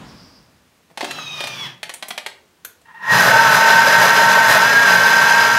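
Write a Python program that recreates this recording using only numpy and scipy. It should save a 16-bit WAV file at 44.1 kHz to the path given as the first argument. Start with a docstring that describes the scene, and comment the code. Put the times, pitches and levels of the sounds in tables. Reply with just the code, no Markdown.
"""A kitchen food processor, close to the microphone: its blades grind nuts in the steel bowl under a loud whine.
Before that a soft noise fades out, the speed dial clicks round and a small geared drive locks the lid.
Then coils buzz in steps, the frame squeals and the main motor runs. Whine and howl are partials of the shaft;
clicks, soft noise and grinding are noise or random blows through spectra and resonances.
A small kitchen answers the dial and the lock; a quiet floor of noise lies under it all."""
import sys
import numpy as np
from scipy import signal
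from scipy.fft import rfft, irfft, next_fast_len
from scipy.io import wavfile
from scipy.ndimage import map_coordinates

SR = 44100
rng = np.random.default_rng(int(sys.argv[2]) if len(sys.argv) > 2 else 0)


def waveform_to_disk(signal):
    """Save audio, clipped to [-1, 1], as 16-bit WAV at the path in sys.argv[1]."""
    frames = np.transpose(np.atleast_2d(signal))
    scaled = np.clip(frames, -1, 1) * 32767
    samples = np.round(scaled).astype(np.int16)
    wavfile.write(sys.argv[1], SR, samples)


N = 246078


def amp(db):
    """Decibels to gain."""
    return 10 ** (np.asarray(db) / 20)


def unit(x):
    """Scale to rms 1."""
    return x / np.sqrt(np.mean(x ** 2) + 1e-20)


def along(points, hz):
    """Interpolate (Hz, value) points on a log frequency axis."""
    f, v = np.transpose(points)
    return np.interp(np.log(hz + 1), np.log(f + 1), v)


def curves(rows):
    """One value per sample for each column after the time."""
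    s, *cols = np.transpose(rows)
    return [np.interp(np.arange(N) / SR, s, c) for c in cols]


def noise():
    """White noise."""
    return rng.standard_normal(N)


def wobble(rate):
    """A smooth random curve, rate knots a second."""
    coarse = np.arange(0, N + 32, 32)
    knots = rng.standard_normal(int(N * rate / SR) + 4)
    smooth = map_coordinates(knots, [coarse * rate / SR])
    return np.interp(np.arange(N), coarse, smooth)


def filtered(x, response):
    """Multiply the spectrum of x by a complex response of frequency."""
    m = next_fast_len(len(x) + SR // 4)
    return irfft(rfft(x, m) * response(np.fft.rfftfreq(m, 1 / SR)), m)[:len(x)]


def coloured(x, spectrum):
    """Shape x with a (Hz, dB) spectrum, at rms 1."""
    return unit(filtered(x, lambda hz: amp(along(spectrum, hz))))


def ringing(x, modes):
    """Ring (Hz, width Hz, dB) resonances of alternating sign with x, at rms 1."""
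    def response(f):
        total = 0
        for k, (centre, width, db) in enumerate(modes):
            band = 1j * f * width / (centre ** 2 - f ** 2 + 1j * f * width)
            total = total + (-1) ** k * amp(db) * band
        return total
    return unit(filtered(x, response))


def without_bass(x, edge_hz):
    """A small body radiates no deep bass."""
    return filtered(x, lambda hz: 1 / np.sqrt(1 + (edge_hz / (hz + 1)) ** 12))


def impacts(rate, spread_db):
    """Random tiny blows, rate a second, of widely varying strength."""
    struck = rng.random(N) < rate / SR
    strength = amp(spread_db * np.clip(noise(), -2, 2))
    return unit(struck * noise() * strength)


def tone(turns, order, flutter_db, smear):
    """One partial of a rotation, randomly shaken in level and phase (smear in radians), at rms 1."""
    shake = amp(flutter_db * unit(wobble(14) + wobble(45)))
    drift = smear * unit(wobble(18) + 1.06 * wobble(70))
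    return unit(shake * np.sin(2 * np.pi * order * turns + drift))


def held(start, end, rise, fall):
    """Gain that is 1 from start to end (s), rising before and falling after at so many dB a second."""
    t = np.arange(N) / SR
    return amp(-rise * np.maximum(start - t, 0) - fall * np.maximum(t - end, 0))


def hump(s, length):
    """A smooth hump of height 1 around a moment."""
    return np.exp(-np.minimum((2 * (np.arange(N) / SR - s) / length) ** 2, 30))


def echoes(x, t60, wet_db):
    """Dense reflections inside the bowl comb the sound finely."""
    t = np.arange(SR // 8) / SR
    tail = rng.standard_normal(len(t)) * amp(-60 * t / t60)
    answer = signal.fftconvolve(x, tail / np.linalg.norm(tail))[:N]
    return unit(x + amp(wet_db) * answer)


# Quiet of the place, relative spectrum: pitch_hz, level_db
FLOOR = [(15, -40), (25, -34), (75, -5), (119, -7.5), (482, -10), (523, -12.5), (722, -13.5), (1300, -14),
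         (1620, -15), (6380, -22.5), (15500, -30)]


def quiet_floor():
    """Steady coloured noise under every other sound."""
    return amp(-58.5) * coloured(noise(), FLOOR)


# Soft opening noise, relative spectrum: pitch_hz, level_db
SOFT = [(24, -40), (40, -7), (178, 1.5), (280, -2.5), (372, -10), (700, -10.5), (1120, -10), (1830, -17.5),
        (4010, -20), (5000, -30), (6710, -27), (14000, -44)]


def fading_noise(start_db=-39, fade_db_per_s=36, sizzle_db=-53):
    """A soft noise fades out steadily; a narrow sizzle rides on it for a moment."""
    fade = amp(start_db - fade_db_per_s * np.arange(N) / SR)
    soft = fade * coloured(noise(), SOFT)
    sizzle = coloured(noise(), [(3500, -32), (4800, 1), (5500, -4), (7000, -30)])
    flicker = amp(sizzle_db + 1.8 * wobble(30))
    return soft + held(0.075, .33, rise=250, fall=84) * flicker * sizzle


# Dial detents and latch knocks, each band's level relative to its base: start_s, middle_db, body_db, sparkle_db
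CLICKS = [(0.901, -45, -55, -73), (0.9735, -14.5, -34.5, -38.5), (1.0075, -9.5, -32, -39),
          (1.0273, -21, -27, -58), (1.044, -12.5, -34, -35), (1.109, -13, -44, -36), (1.182, -35, -37, -51),
          (1.4048, -14, -31.5, -36.5), (1.4383, -13.5, -34.5, -38), (1.4713, -16, -45, -34.5),
          (1.83, -13.5, -41, -36.5), (1.8936, -16, -40, -38), (1.938, -23, -46.5, -33),
          (2.0248, -14.5, -35, -37), (2.0835, -29, -45, -32.5), (2.1052, -13, -36, -37),
          (2.1772, -11.5, -33, -35.5), (2.2621, -12, -35, -35), (2.6478, -25, -50.5, -37.5),
          (2.814, -49, -62, -61)]
# Plastic shell, relative spectrum: pitch_hz, level_db
PLASTIC = [(71, -49), (120, -16), (319, -14), (649, -3.5), (995, -4.5), (1270, -9.5), (1950, -0.5),
           (2750, -5), (3240, 0), (3660, -7.5), (4390, -5.5), (4760, -13), (10300, -17.5), (12900, -26),
           (15500, -37)]
BODY_BASE_DB, MIDDLE_BASE_DB, SPARKLE_BASE_DB = 10.0, -5.5, 6.5


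def clicks(rebound_s=0.0048, rebound_db=-4, snap_t60=0.029, rise_s=0.001):
    """Each detent snaps, rebounds and rattles the plastic shell for a few milliseconds."""
    out, t = np.zeros(N + SR), np.arange(SR // 8) / SR

    def snap(u):
        """A fast rise and an exponential decay."""
        since = np.maximum(u, 0)
        return (1 - np.exp(-since / rise_s)) * amp(-60 * since / snap_t60)

    shape = np.hypot(snap(t), amp(rebound_db) * snap(t - rebound_s))
    shell = coloured(noise(), PLASTIC)
    above_body = without_bass(shell, edge_hz=1260)
    sparkle = without_bass(shell, edge_hz=7200)
    bands = np.array([unit(shell - above_body), unit(above_body - sparkle), unit(sparkle)])
    for s, middle_db, body_db, sparkle_db in CLICKS:
        at = round(s * SR)
        gains = amp([BODY_BASE_DB + body_db, MIDDLE_BASE_DB + middle_db, SPARKLE_BASE_DB + sparkle_db])
        out[at:at + len(t)] += shape * (gains @ bands[:, at:at + len(t)])
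    return out[:N]


# Reverberation of the small kitchen: pitch_hz, t60_s
KITCHEN = [(150, 0.86), (1000, 0.36), (3000, 0.34), (7000, 0.28), (14000, 0.23)]


def kitchen(x):
    """The room's answer, a diffuse tail: each frequency dies at its own speed."""
    out, step = np.zeros(N + 2 * SR), SR // 8
    for at in range(0, N, step):  # a new random tail for each eighth of a second
        hz, t, z = signal.stft(rng.standard_normal(SR // 2), SR, nperseg=256)
        decay = amp(-60 * t / along(KITCHEN, hz)[:, None])
        tail = signal.istft(z * decay, SR, nperseg=256)[1]
        answer = signal.fftconvolve(x[at:at + step], tail / np.linalg.norm(tail))
        out[at + round(.005 * SR):][:len(answer)] += answer  # 5 ms pre-delay
    return out[:N]


# Knocks and snaps that ring on briefly: start_s, pitch_hz, level_db
PINGS = [(.912, 200, -41.5), (1.03, 397, -23), (1.186, 1250, -25), (1.939, 8800, -27), (2.084, 13300, -33),
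         (2.648, 12600, -25.5), (2.649, 10000, -35), (2.649, 6330, -32.5), (2.649, 1430, -34.5)]


def pings(t60=0.044, rise_s=0.00067):
    """A stiff part rings in a narrow band after its snap."""
    out, t = np.zeros(N + SR), np.arange(SR // 8) / SR
    for s, hz, db in PINGS:
        ring = ringing(rng.standard_normal(len(t)), [(hz, 120 + .04 * hz, 0)])
        envelope = amp(db - 60 * t / t60) * (1 - np.exp(-t / rise_s))
        out[round(s * SR):][:len(t)] += envelope * ring
    return out[:N]


# Lid lock drive, its mean gear mesh: start_s, pitch_hz
LOCK_SPEED = [(1.0, 1361), (1.12, 1342), (1.18, 1325), (1.215, 1277), (1.39, 1232), (1.5, 1207),
              (1.63, 1118), (1.665, 928), (1.73, 596)]
# How hard it works: start_s, level_db
LOCK_EFFORT = [(1.0, 0.5), (1.2, 0), (1.3, -3), (1.4, 4), (1.5, 0.5), (1.56, 1.5), (1.64, 2.5)]
# Gear whine, relative levels of harmonics 1 to 5: level_db
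MESH_DB = [-6.5, 2, 1, -7.5, -8.5]
# Whirr, relative spectrum: pitch_hz, level_db
WHIRR = [(41, -59), (70, -32), (144, -11.5), (655, -14.5), (840, -6.5), (1230, -8.5), (1940, -12),
         (2540, -17), (3120, -8), (3410, -13), (4280, -14.5), (5610, -13), (7350, -25), (15500, -32)]
# Resonances of the drive's mount: pitch_hz, width_hz, level_db
SHELL = [(140, 30, 2.5), (2580, 160, -1), (3270, 180, 1.5), (5670, 270, -18)]
LOCK_ON_S, LOCK_ENGAGED_S, LOCK_OFF_S = 1.0, 1.117, 1.662  # starts, gears take the load, coasts out
GEAR_DB, MOUNT_DB, WHIRR_DB = -35.5, -42.5, -40  # before the effort
SING_HZ, SING_WIDTH_HZ, SING_DB = 3390, 95, 9.5  # a partial swells as it glides through this resonance


def lid_lock(gear_effort=0.26):
    """A small gear drive whirrs, shakes its mount and slows as the arms press on the lid."""
    mesh_hz, effort_db = curves(LOCK_SPEED)[0], curves(LOCK_EFFORT)[0]
    mesh_cycles = np.cumsum(mesh_hz * (1 + .004 * wobble(90))) / SR
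    whine = np.zeros(N)
    for k, db in enumerate(MESH_DB, 1):
        swell_db = SING_DB / (1 + ((k * mesh_hz - SING_HZ) / SING_WIDTH_HZ) ** 2)
        whine += amp(db + swell_db) * tone(mesh_cycles, k, flutter_db=3.5, smear=.7)
    whine /= np.linalg.norm(amp(MESH_DB))
    whirr = coloured(impacts(rate=14000, spread_db=1), WHIRR)
    mount = ringing(noise(), SHELL)
    engaged = held(LOCK_ENGAGED_S, LOCK_OFF_S, rise=300, fall=280)
    gears = engaged * (amp(GEAR_DB) * whine + amp(MOUNT_DB) * mount)
    drive = held(LOCK_ON_S, LOCK_OFF_S, rise=870, fall=340) * amp(WHIRR_DB) * whirr
    return without_bass(amp(gear_effort * effort_db) * gears + amp(effort_db) * drive, edge_hz=107)


# The current is switched up in steps, levels at each onset: start_s, buzz_db, frame_db
CURRENT_STEPS = [(2.856, -57, -52), (2.945, -44.5, -46), (3.025, -37.5, -38)]
# Buzz of the windings, relative levels: multiple of the switching rate, level_db
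BUZZ = [(1, 4), (2, -1), (3, -5), (4, -17), (6, -21), (12.35, -20)]
# Resonances of the motor's frame, heard here and in spin_up: pitch_hz, width_hz, level_db
FRAME = [(181, 16, -11.5), (880, 37, -6.5), (1025, 50, -5.5), (1370, 97, -13.5), (1675, 62, -6),
         (1870, 17, 4.5), (2570, 500, -26), (3760, 830, -34.5)]
CURRENT_END_S, CURRENT_SAG_DB_PER_S = 3.2, 60  # each step overshoots and settles


def coils(switch_hz=911, hiss_db=-6):
    """The switched current buzzes in the windings and frame, step by step, with a broad hiss."""
    cycles = switch_hz * np.arange(N) / SR
    buzz = unit(sum(amp(db) * tone(cycles, order, flutter_db=5.5, smear=0.83) for order, db in BUZZ))
    hiss = coloured(noise(), [(100, -22), (1300, 4), (3500, -9), (9000, -30)])
    frame = ringing(noise(), FRAME) + amp(hiss_db) * hiss
    ends = [row[0] for row in CURRENT_STEPS[1:]] + [CURRENT_END_S]
    out = np.zeros(N)
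    for (s, buzz_db, frame_db), end in zip(CURRENT_STEPS, ends):
        gate = held(s, s, rise=4500, fall=CURRENT_SAG_DB_PER_S) * held(0, end, 0, fall=600)
        out += gate * (amp(buzz_db) * buzz + amp(frame_db) * frame)
    return out


def spin_up(torque_db=-15, squeal_hz=1878, squeal_db=-18.0, twitch_db=-43.0, shudder_db=-31):
    """The frame sings as the rotor twitches into line, then squeals and shudders under the starting torque."""
    twitch = amp(twitch_db) * held(2.886, 2.917, rise=4000, fall=900)
    torque = amp(torque_db) * held(3.105, 3.2, rise=233, fall=310)
    frame = (twitch + torque) * ringing(noise(), FRAME)
    squeal = tone(squeal_hz * np.arange(N) / SR, order=1, flutter_db=3, smear=.6)
    squeal = amp(squeal_db) * held(3.1, 3.2, rise=220, fall=300) * squeal
    rumble = coloured(noise(), [(70, -40), (92, -13), (115, 5), (150, -5), (250, -35)])
    shudder = amp(shudder_db) * held(3.13, 3.22, rise=420, fall=62) * rumble
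    return frame + squeal + shudder


# The blades bite into a batch of nuts: height of the bite start_s, length_s, extra load_db
BITES = [(3.227, 0.18, 4.5), (3.543, 0.097, 5.5), (3.883, 0.15, 2), (4.06, .13, 4), (4.525, .13, 6),
         (4.95, .16, 2.5), (5.077, .07, 2.3), (5.236, 0.046, 2.5)]


def load_db():
    """Extra load on the blades: one smooth hump for each bite."""
    return sum(db * hump(s, length) for s, length, db in BITES)


def blades_in_nuts():
    """Steep rise in level as the blades reach the nuts."""
    return held(3.125, N / SR, rise=338.5, fall=0)


# Main shaft, also turning the blades in grinding: start_s, turns_per_s
SHAFT = [(3.05, 85), (3.25, 74), (3.43, 76.6), (3.54, 74), (3.62, 75.6), (3.85, 76.8), (3.95, 76.7),
         (4.03, 76), (4.11, 77), (4.37, 76.6), (4.58, 74.7), (4.68, 79.2), (4.83, 79.4), (4.91, 77.2),
         (5.3, 78), (5.58, 77.7)]
# Weaker partials of the drive: multiple of the shaft, level_db (rms)
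PARTIALS = [(3, -38.5), (6, -40), (8, -40), (11, -32.5), (14, -30.5), (17.5, -24.5), (24, -33), (27.5, -33),
            (29.3, -34), (33, -39), (37.6, -36.5)]
WHINE_DB, WHINE_BEST_HZ, WHINE_WIDTH_HZ = -14.7, 911, 42  # loudest on the bowl's resonance
WHINE_CHOKE, HOWL_CHOKE = 1.8, 0.67  # dB lost per dB of load
HOWL_DB, FREE_DB = -14.8, 2.0  # on coarse pieces; swell while the blades run freely
LULL_DB = 5  # the whine recedes for a moment once the coarse pieces are gone
UPPER_SHARE, UPPER_FROM_HZ, UPPER_PER_HZ = 0.39, 77.8, 0.46  # faster, the howl moves half an order up


def motor():
    """The shaft's orders sing with its speed; each bite chokes the whine and the howl."""
    speed, load = curves(SHAFT)[0], load_db()
    turns = np.cumsum(speed) / SR
    resonance = 1 / np.hypot(1, 2 * (12 * speed - WHINE_BEST_HZ) / WHINE_WIDTH_HZ)
    lull = held(4.69, 5.1, rise=400, fall=400)
    whine_gain = amp(WHINE_DB - WHINE_CHOKE * load - LULL_DB * lull) * resonance
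    whine = whine_gain * tone(turns, order=12, flutter_db=2.5, smear=0.19)
    upper = np.clip(UPPER_SHARE + UPPER_PER_HZ * np.maximum(speed - UPPER_FROM_HZ, 0), 0, 1)
    lower_howl = tone(turns, order=20, flutter_db=1.7, smear=.25)
    upper_howl = tone(turns, order=20.5, flutter_db=1.7, smear=.25)
    free = held(4.67, 5.26, rise=230, fall=121)
    howl_gain = amp(HOWL_DB - HOWL_CHOKE * load + FREE_DB * free)
    howl = howl_gain * (np.sqrt(1 - upper) * lower_howl + np.sqrt(upper) * upper_howl)
    rest = sum(amp(db) * tone(turns, order, flutter_db=1.0, smear=0.54) for order, db in PARTIALS)
    emerging = held(3.29, N / SR, rise=65, fall=0)
    return emerging * blades_in_nuts() * (whine + howl + rest)


def easing_db(coarse_until_s=4.43, finer_db_per_s=2.5):
    """How far the work has eased as the pieces get small."""
    return finer_db_per_s * np.maximum(np.arange(N) / SR - coarse_until_s, 0)


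# Nuts against the bowl, relative spectrum: pitch_hz, level_db (per Hz)
CHURN = [(160, -59), (280, -28), (398, -17), (617, -8), (754, -17), (907, -8.5), (1170, -8), (1580, -8),
         (2140, -14), (4110, -22), (4470, -37.5), (5030, -21.5), (9060, -34.5), (12900, -31.5),
         (15500, -46)]
# Main resonances of the bowl: pitch_hz, width_hz, level_db
BOWL = [(614, 93, -10), (852, 47, -7.5), (900, 22, -3.5), (1030, 41, -13), (1353, 11, -10), (1582, 84, -3),
        (1698, 61, -4), (1853, 33, -0.5)]
# Higher resonances of the steel: pitch_hz, width_hz, level_db
STEEL = [(2244, 19, -4), (2600, 110, 2), (3133, 39, -2.5), (3214, 59, -4.5), (3470, 86, -3.5),
         (4000, 37, -8), (4083, 90, 1.5), (4880, 136, -0.5), (5130, 85, -1), (5510, 104, -4.5),
         (5880, 42, -7), (6050, 120, -4), (6390, 61, -6.5), (6900, 160, -9)]
# Crackling shards, relative spectrum: pitch_hz, level_db (per Hz)
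SHARDS = [(2350, -34), (4000, 1.5), (4480, -5), (5050, -11), (5720, -8), (9020, -10.5), (12300, -10),
          (13900, -10.5), (15600, -20)]
# Low resonances of the housing: pitch_hz, width_hz, level_db
HOUSING = [(119, 14.6, -3.5), (130, 18.7, -3.5), (151.7, 9.3, -5.5), (181.5, 5.5, 1.5), (223, 11, -14),
           (272.4, 11, -10)]


def grinding():
    """Blades fling nuts at the bowl: a dense hail rings the steel, shards crackle, the housing thuds."""
    load, easing = load_db(), easing_db()

    def level(db, by_load, by_easing):
        """Gain of a layer: dB, dB per dB of load, share of the easing."""
        return amp(db + by_load * load - by_easing * easing)

    turns = np.cumsum(curves(SHAFT)[0]) / SR
    clumps_db = 0.76 * wobble(24.91) + 0.62 * wobble(120)
    pass_db = .5 * np.sin(2 * np.pi * turns)  # one heavier pass a turn
    hail = echoes(coloured(impacts(rate=12000, spread_db=1.5), CHURN), t60=0.056, wet_db=-4.5)
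    bowl = ringing(impacts(rate=6000, spread_db=3), BOWL)
    steel = echoes(ringing(impacts(rate=8000, spread_db=1.0), STEEL), t60=0.073, wet_db=-10)
    shards = echoes(coloured(impacts(rate=9000, spread_db=4.5), SHARDS), t60=0.054, wet_db=-9)
    thud = unit(without_bass(ringing(impacts(rate=1300, spread_db=0.5), HOUSING), edge_hz=78))
    nuts = level(-18, by_load=0.51, by_easing=0.89) * hail
    nuts += level(-17.5, by_load=.3, by_easing=1.2) * bowl
    nuts += level(-24, by_load=0.16, by_easing=0.091) * steel
    nuts += level(-31.8, by_load=1.2, by_easing=0.48) * shards
    thuds = level(-34, by_load=1.1, by_easing=0.97) * thud
    return blades_in_nuts() * (amp(clumps_db + pass_db) * nuts + thuds)


# Big pieces rattling round the bowl: middle of the rattle start_s, length_s, level_db
CHUNKS = [(3.28, .06, -19.5), (3.35, 0.058, -19), (3.87, 0.046, -21), (4.02, 0.044, -23.5),
          (4.077, 0.044, -25), (4.22, .04, -24), (4.298, .04, -22), (4.38, 0.055, -22), (4.57, .04, -20),
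          (5.02, .03, -24)]
# Low resonances they ring: pitch_hz, width_hz, level_db
BOWL_LOW = [(494, 76, -9), (629, 75, 1)]


def chunks():
    """A big piece rattles against the wall for a few turns of the blade."""
    rattle = sum(amp(db) * hump(s, length) for s, length, db in CHUNKS)
    return rattle * ringing(impacts(rate=2000, spread_db=0.5), BOWL_LOW)


def scene():
    """Dial, lock and motor close to the microphone, over the quiet room."""
    dial = without_bass(clicks() + pings(), edge_hz=140)
    lock = lid_lock()
    room = kitchen(amp(-6.6) * dial + amp(-3.5) * lock)
    before = quiet_floor() + fading_noise() + dial + room + lock
    running = coils() + spin_up() + motor() + grinding() + chunks()
    return (before + running)[None]


def record(dry, top_hz=15750):
    """The recorder rounds off the highest peaks and keeps nothing above its band limit."""
    rounded = dry[0] / (1 + np.abs(dry[0]) ** 12) ** (1 / 12)
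    return filtered(rounded, lambda hz: hz < top_hz)[None]


dry = scene()
out = record(dry)
waveform_to_disk(out)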